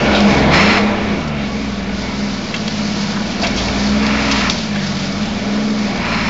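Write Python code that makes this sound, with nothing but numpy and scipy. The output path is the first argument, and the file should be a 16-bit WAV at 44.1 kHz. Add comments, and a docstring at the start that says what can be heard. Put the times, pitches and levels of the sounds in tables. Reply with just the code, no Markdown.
"""A rough forest track, heard from on board a six-cylinder off-roader crawling up it.
Each source is an excitation shaped by resonators: crank harmonics sweep through fixed exhaust pipe
resonances, combustion rings the block, and the cabin drones and the body rumbles with engine load.
Tyres and leaves hiss, loose parts knock on the bumps, and brush scrapes along a side panel."""
import sys
import numpy as np
from scipy import signal
from scipy.io import wavfile
from scipy.ndimage import uniform_filter1d

SR = 44100
rng = np.random.default_rng(int(sys.argv[2]) if len(sys.argv) > 2 else 0)


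def transcribe(signal):
    """Save signal, clipped to [-1, 1], as a 16-bit WAV file at the path in sys.argv[1]."""
    frames = np.atleast_2d(signal).T
    limited = np.clip(frames, -1, 1)
    pcm = np.round(limited * 32767).astype(np.int16)
    wavfile.write(sys.argv[1], SR, pcm)


N = 277389
TIME = np.arange(N) / SR


def undb(db):
    return 10 ** (np.asarray(db) / 20)


def unit_rms(x):
    return x / np.sqrt(np.mean(x ** 2))


def curves(table):
    """Linear interpolation of each column against the first, which is time."""
    times, *columns = np.transpose(table)
    return [np.interp(TIME, times, column) for column in columns]


def wander(rate_hz):
    """Smoothed sample-and-hold noise, with a spread near 1."""
    hold = int(SR / rate_hz)
    steps = np.repeat(rng.standard_normal(N // hold + 1), hold)
    return 1.22 * uniform_filter1d(uniform_filter1d(steps, hold), hold)[:N]


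def resonate(x, modes):
    """Modal superposition: parallel band-pass resonators of alternating sign."""
    return sum((-1) ** k * undb(db) * signal.lfilter(*signal.iirpeak(hz, hz / width, SR), x)
               for k, (hz, width, db) in enumerate(modes))


def modal_noise(modes, envelope, flicker_db, flicker_hz):
    """Random excitation of modes that flicker independently, at unit RMS."""
    out = 0
    for hz, width, db in modes:
        mode = [(hz, min(1.66 * width, hz), 0)]  # widened, since two passes narrow the band
        gain = undb(db + flicker_db * wander(flicker_hz))
        force = envelope * rng.standard_normal(N)
        out += gain * resonate(resonate(force, mode), mode)
    return unit_rms(out)


# Each entry: relative level in dB of crank order 1, 2, 3, ..
# The manifold spaces the three firings of each turn unevenly.
CRANK_ORDER_DB = [-23.5, -32.5, -16, -11, -7.5, 4, -0.5, -9, -0.5, 2, -5, -2.5, 1.5, -5.5, -11.5, -6, -15.5,
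                  -7.5, -7, -7.5, -10, -6.5]
# Pipe resonances. Each row: frequency in Hz, width in Hz, gain in dB.
PIPE_MODES = [(64.6, 42, -14), (146, 21.7, -8.5), (206.2, 14.3, 3.5), (277, 10.4, -5), (315, 21, -13),
              (481, 90, -9)]


def exhaust(turns, load_db, firing_db):
    """Source and filter: wavering crank harmonics and turbulent gas excite the pipe's resonances."""
    strain_db = np.maximum(load_db - 6.5, 0)  # past this load the orders lurch and the gas roars
    orders = 0
    for order, db in enumerate(CRANK_ORDER_DB, start=1):
        emphasis_db = firing_db if order % 3 == 0 else 0  # the firings make every third order
        waver_db = 1.5 * wander(4.5)
        lurch_db = .7 * strain_db * wander(13.3)
        harmonic = np.sin(2 * np.pi * (order * turns + rng.random()))
        orders += undb(db + emphasis_db + waver_db + lurch_db) * harmonic
    gas = unit_rms(resonate(rng.standard_normal(N), PIPE_MODES))
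    gas_db = -7 - .5 * load_db + 1.1 * strain_db
    return resonate(orders, PIPE_MODES) + undb(gas_db) * gas


# Engine block modes. Each row: frequency in Hz, nominal width in Hz, relative level in dB.
BLOCK_MODES = [(966, 104, 3.5), (1135, 83, 3), (1315, 96, 2), (1464, 92, 2), (1758, 244, 0),
               (2040, 150, -2), (2227, 71, 3), (2357, 240, -1.5), (2716, 400, -6), (3550, 970, -9)]


def clatter(turns, load_db):
    """Impulsive excitation: combustion knock rings the block with noise that jumps at each firing."""
    firing_phase = 3 * turns % 1
    pulses = 1 + .31 * np.exp(-firing_phase / .53)
    return undb(-30 + load_db) * modal_noise(BLOCK_MODES, pulses, flicker_db=2, flicker_hz=15)


# Floor vibration. Each row: time in seconds, RMS level in dB.
THROB_LEVELS = [(0, -29.5), (.46, -22.5), (.6, -23.5), (.75, -34), (1.3, -30.5), (1.75, -31.5), (2.0, -32),
                (3.05, -44.5), (3.6, -26.5), (4.5, -27), (4.7, -43), (5.2, -42), (5.35, -31.5), (5.55, -47),
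                (6.29, -27.5)]


def throb(turns):
    """Structure-borne sound: the floor carries the firing fundamental, three cycles a turn."""
    return np.sqrt(2) * undb(curves(THROB_LEVELS)[0]) * np.sin(2 * np.pi * 3 * turns)


# Chassis modes. Each row: frequency in Hz, nominal width in Hz, relative level in dB.
CHASSIS_MODES = [(24, 56, -6.5), (41.4, 30, -1), (77, 36, 0.5), (107, 40, -4.5)]
# Wheels dropping into ruts. Each row: time of the peak in seconds, extra rumble in dB.
RUT_JOLTS = [(.5, 3), (1.05, 7.5), (1.28, 2), (1.82, 8.5), (2.5, 0), (3.5, 8), (5.2, 6), (6.0, 3)]


def rumble(load_db, rise_s=.065, fall_s=.2):
    """Forced vibration: load shakes the chassis, and each rut adds a quick swell that sinks slowly."""
    jolt_db = sum(db * np.exp(np.minimum((TIME - peak) / rise_s, (peak - TIME) / fall_s))
                  for peak, db in RUT_JOLTS)
    shaking = modal_noise(CHASSIS_MODES, 1, flicker_db=1.5, flicker_hz=6)
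    return undb(-38 + .97 * load_db + jolt_db) * shaking


# Cabin modes. Each row: frequency in Hz, nominal width in Hz, relative level in dB.
CABIN_MODES = [(313, 96, -4), (459, 47, -5.5), (593, 56.5, -1.5), (686.5, 59, -2.5), (812.5, 78, -6)]


def drone(load_db):
    """Resonance: the cabin's modes colour noise that grows with engine load."""
    return undb(-30.5 + 1.276 * load_db) * modal_noise(CABIN_MODES, 1, flicker_db=-.4, flicker_hz=7)


# Spectrum of the hiss. Each row: frequency in Hz, nominal width in Hz, relative level in dB.
HISS_BANDS = [(1500, 1200, 1.5), (3430, 3000, 6.5), (4800, 1380, 7.5), (6450, 1300, -30.5)]
# Course of the hiss. Each row: time in seconds, level in dB.
HISS_LEVELS = [(0, -28), (.4, -29.5), (1.3, -37.5), (1.75, -33), (1.92, -31), (2.5, -30.5), (3.0, -26.5),
               (3.4, -30), (3.55, -26), (4.4, -24.5), (5.0, -28), (5.75, -30.5), (6.29, -33)]


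def hiss():
    """Granular noise: dense small contacts of tyres, grit and leaves merge into a hiss."""
    grains = undb(wander(300))
    return undb(curves(HISS_LEVELS)[0]) * modal_noise(HISS_BANDS, grains, flicker_db=2.14, flicker_hz=14)


# Modes of a loose part. Each row: frequency in Hz, relative level in dB, 60 dB decay time in seconds.
PART_MODES = [(705, -4, .09), (1300, -4, .025), (1750, -2, .025), (2288, -2, .035), (2729, -2, .035),
              (3330, 1, .025), (3900, -3, .018), (4620, -1, .02), (5050, -2, .018), (5600, -3, .018),
              (6100, -5, .015)]
# Blows. Each row: start in seconds, peak level in dB, brightest frequency in Hz,
# spread in octaves, rattle time in seconds.
PART_BLOWS = [(0.149, -9.5, 3730, 0.24, 0.037), (0.204, -6, 2600, .8, 0.0048),
              (1.275, -21.5, 5500, 0.51, 0.015), (2.541, -8.5, 2380, 0.45, 0.0098),
              (2.562, -13.5, 3560, 0.32, .006), (2.679, -9.5, 3200, 1.3, 0.0055),
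              (3.164, -14, 1500, 0.43, 0.013), (3.417, -12, 4800, 0.11, 0.025),
              (3.425, -10.5, 710, .15, 0.049), (3.434, -7, 2170, 0.46, 0.037),
              (3.447, -11, 3200, .8, 0.0045), (3.468, -9.5, 4800, 0.44, 0.014),
              (3.562, -19, 5600, 0.13, .02), (3.572, -12.5, 2900, 0.77, 0.052),
              (3.58, -17, 4600, 0.3, 0.024), (3.684, -11, 2380, 0.33, 0.0057),
              (4.065, -11, 4500, 0.66, 0.0067), (4.313, -0.5, 3520, 1.3, 0.0024),
              (4.317, -6, 4600, 0.49, 0.012), (4.498, 1, 4620, 0.25, 0.0026),
              (4.499, 0.5, 3330, 0.093, 0.0025), (4.502, -9.5, 5000, 0.43, 0.03),
              (4.759, -12.5, 1990, .6, 0.007), (5.79, -16, 4000, 0.81, 0.0033),
              (5.975, -13, 4000, 1.1, .004)]


def knocks():
    """Impact excitation: a burst of contacts rings the modes nearest the blow's brightest frequency."""
    out = np.zeros(N + SR)
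    t = np.arange(SR // 4) / SR
    for start, peak_db, centre_hz, octaves, rattle_s in PART_BLOWS:
        contact = rng.standard_normal(len(t)) * np.exp(-(t / rattle_s) ** 2)
        contact[0] += 4  # the first touch is the hardest
        response = 0
        for hz, mode_db, t60 in PART_MODES:
            weight = undb(mode_db) * np.exp(-.5 * (np.log2(hz / centre_hz) / octaves) ** 2)
            response += weight * np.sin(2 * np.pi * hz * t) * undb(-60 * t / t60)
        ringing = signal.fftconvolve(contact, response)[:len(t)]
        crack = resonate(contact, [(centre_hz, centre_hz * octaves, 0)])
        hit = unit_rms(ringing) + unit_rms(crack)
        onset = int(start * SR)
        out[onset:onset + len(t)] += undb(peak_db) * hit / np.abs(hit).max()
    return out[:N]


# The side panel's lower and upper modes, and the band where hard twigs bite.
# Each row: frequency in Hz, nominal width in Hz, relative level in dB.
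PANEL_LOWER_MODES = [(1015, 260, -2), (1328, 170, -1), (1846, 330, -4.5), (2090, 550, -5.5),
                     (2386, 250, -5), (2730, 140, -5)]
PANEL_UPPER_MODES = [(3330, 600, -10.5), (4170, 310, -4), (5000, 500, -10.5), (5300, 120, -3.5),
                     (6600, 2200, -22)]
TWIG_RASP = [(2080, 550, 0)]
# Brush strokes. Each row: start, end and rise time in seconds, level in dB, change by the end in dB,
# then upper modes and rasp in dB relative to the lower modes.
BRUSH_STROKES = [(0.504, 0.775, 0.036, -12, -4.5, -6.5, -2.5), (3.975, 4.489, 0.068, -22, 0.5, -16, -13),
                 (5.93, 6.4, 0.22, -20.5, -0.5, -8, -8.5)]


def scrapes(release_s=.027):
    """Frictional excitation: brush presses on, drags and slides off, ringing the side panel."""
    grit = undb(wander(200))
    lower, upper, rasp = (modal_noise(modes, grit, flicker_db=-.5, flicker_hz=26)
                          for modes in (PANEL_LOWER_MODES, PANEL_UPPER_MODES, TWIG_RASP))
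    out = 0
    for start, end, rise_s, db, change_db, upper_db, rasp_db in BRUSH_STROKES:
        attack = np.clip((TIME - start) / rise_s, 0, 1)
        release = np.exp(np.minimum(end - TIME, 0) / release_s)
        pressure = undb(db + np.interp(TIME, [start, end], [0, change_db]))
        out += attack * release * pressure * (lower + undb(upper_db) * upper + undb(rasp_db) * rasp)
    return out


# Engine speed. Each row: time in seconds, crank rate in Hz.
CRANK_SPEED = [(0, 22.7), (.2, 23), (.3, 22), (.42, 21.9), (.58, 27.4), (.79, 34.1), (.88, 35.2),
               (1.19, 26.6), (1.33, 23.9), (1.44, 22.5), (1.82, 19.4), (1.94, 19.3), (2.21, 20.6),
               (2.43, 18.8), (2.68, 17.5), (3.13, 16.5), (3.41, 19.7), (3.5, 20.0), (3.64, 19.5),
               (3.94, 21.0), (4.22, 21.4), (4.5, 19.8), (4.72, 17.0), (4.95, 15.4), (5.14, 15.3),
               (5.27, 17.3), (5.41, 20.0), (5.6, 21.2), (5.75, 21.2), (5.9, 20.2), (6.1, 18.6), (6.2, 18.3),
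               (6.29, 18.6)]
# Engine effort. Each row: time in seconds, load in dB above a crawl, exhaust gain in dB,
# emphasis of the firing orders in dB.
ENGINE_EFFORT = [(0, 11, -16, 5.5), (.15, 13, -17.5, -1.5), (.3, 11.5, -16.5, 2), (.45, 12, -13, 1),
                 (.8, 9.5, -17.5, 2.5), (1.0, 6.5, -18.5, -8.5), (1.12, 4, -15.5, -2.5),
                 (1.3, 2.5, -26.5, 9.5), (1.55, 0.5, -20, -2), (1.75, -1.5, -25.5, 6),
                 (1.9, 0.5, -21.5, -6.5), (2.05, 0, -24, 6.5), (2.2, -0.5, -21, -8), (2.5, 0, -24, 4.5),
                 (2.75, 0, -22, 5), (3.3, 1.5, -22, 1.5), (3.5, 3, -19.5, 1), (3.75, 5, -21.5, -1.5),
                 (3.95, 3.5, -17.5, -2), (4.3, 5, -17.5, -2.5), (4.5, 3, -23.5, 8.5), (4.65, 0, -26.5, 7.5),
                 (4.95, 0.5, -25.5, 10), (5.3, 1, -23, 4.5), (5.55, 2, -21, -4), (5.82, 1.5, -21, 1.5),
                 (5.92, 4.5, -24, 8), (6.29, 0.5, -22.5, 7.5)]


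def scene():
    """Superposition: the sources add, with one load driving clatter, rumble, drone and exhaust roughness."""
    turns = np.cumsum(curves(CRANK_SPEED)[0]) / SR
    load_db, exhaust_db, firing_db = curves(ENGINE_EFFORT)
    engine = undb(exhaust_db) * exhaust(turns, load_db, firing_db)
    engine += clatter(turns, load_db) + throb(turns)
    body = rumble(load_db) + drone(load_db)
    return (engine + body + hiss() + scrapes() + knocks())[None]


def record(dry, ceiling=.7, dc_offset=-.012):
    """Saturation and band limiting: the input stage rounds peaks, sits off zero and cuts the treble."""
    x = dry / (1 + (dry / ceiling) ** 4) ** (1 / 4) + dc_offset
    x = signal.sosfilt(signal.butter(8, 7250, fs=SR, output="sos"), x)
    x = signal.sosfilt(signal.ellip(8, .5, 30, 7580, fs=SR, output="sos"), x)
    return signal.sosfilt(signal.ellip(8, .2, 60, 8818, fs=SR, output="sos"), x)


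dry = scene()
out = record(dry)
transcribe(out)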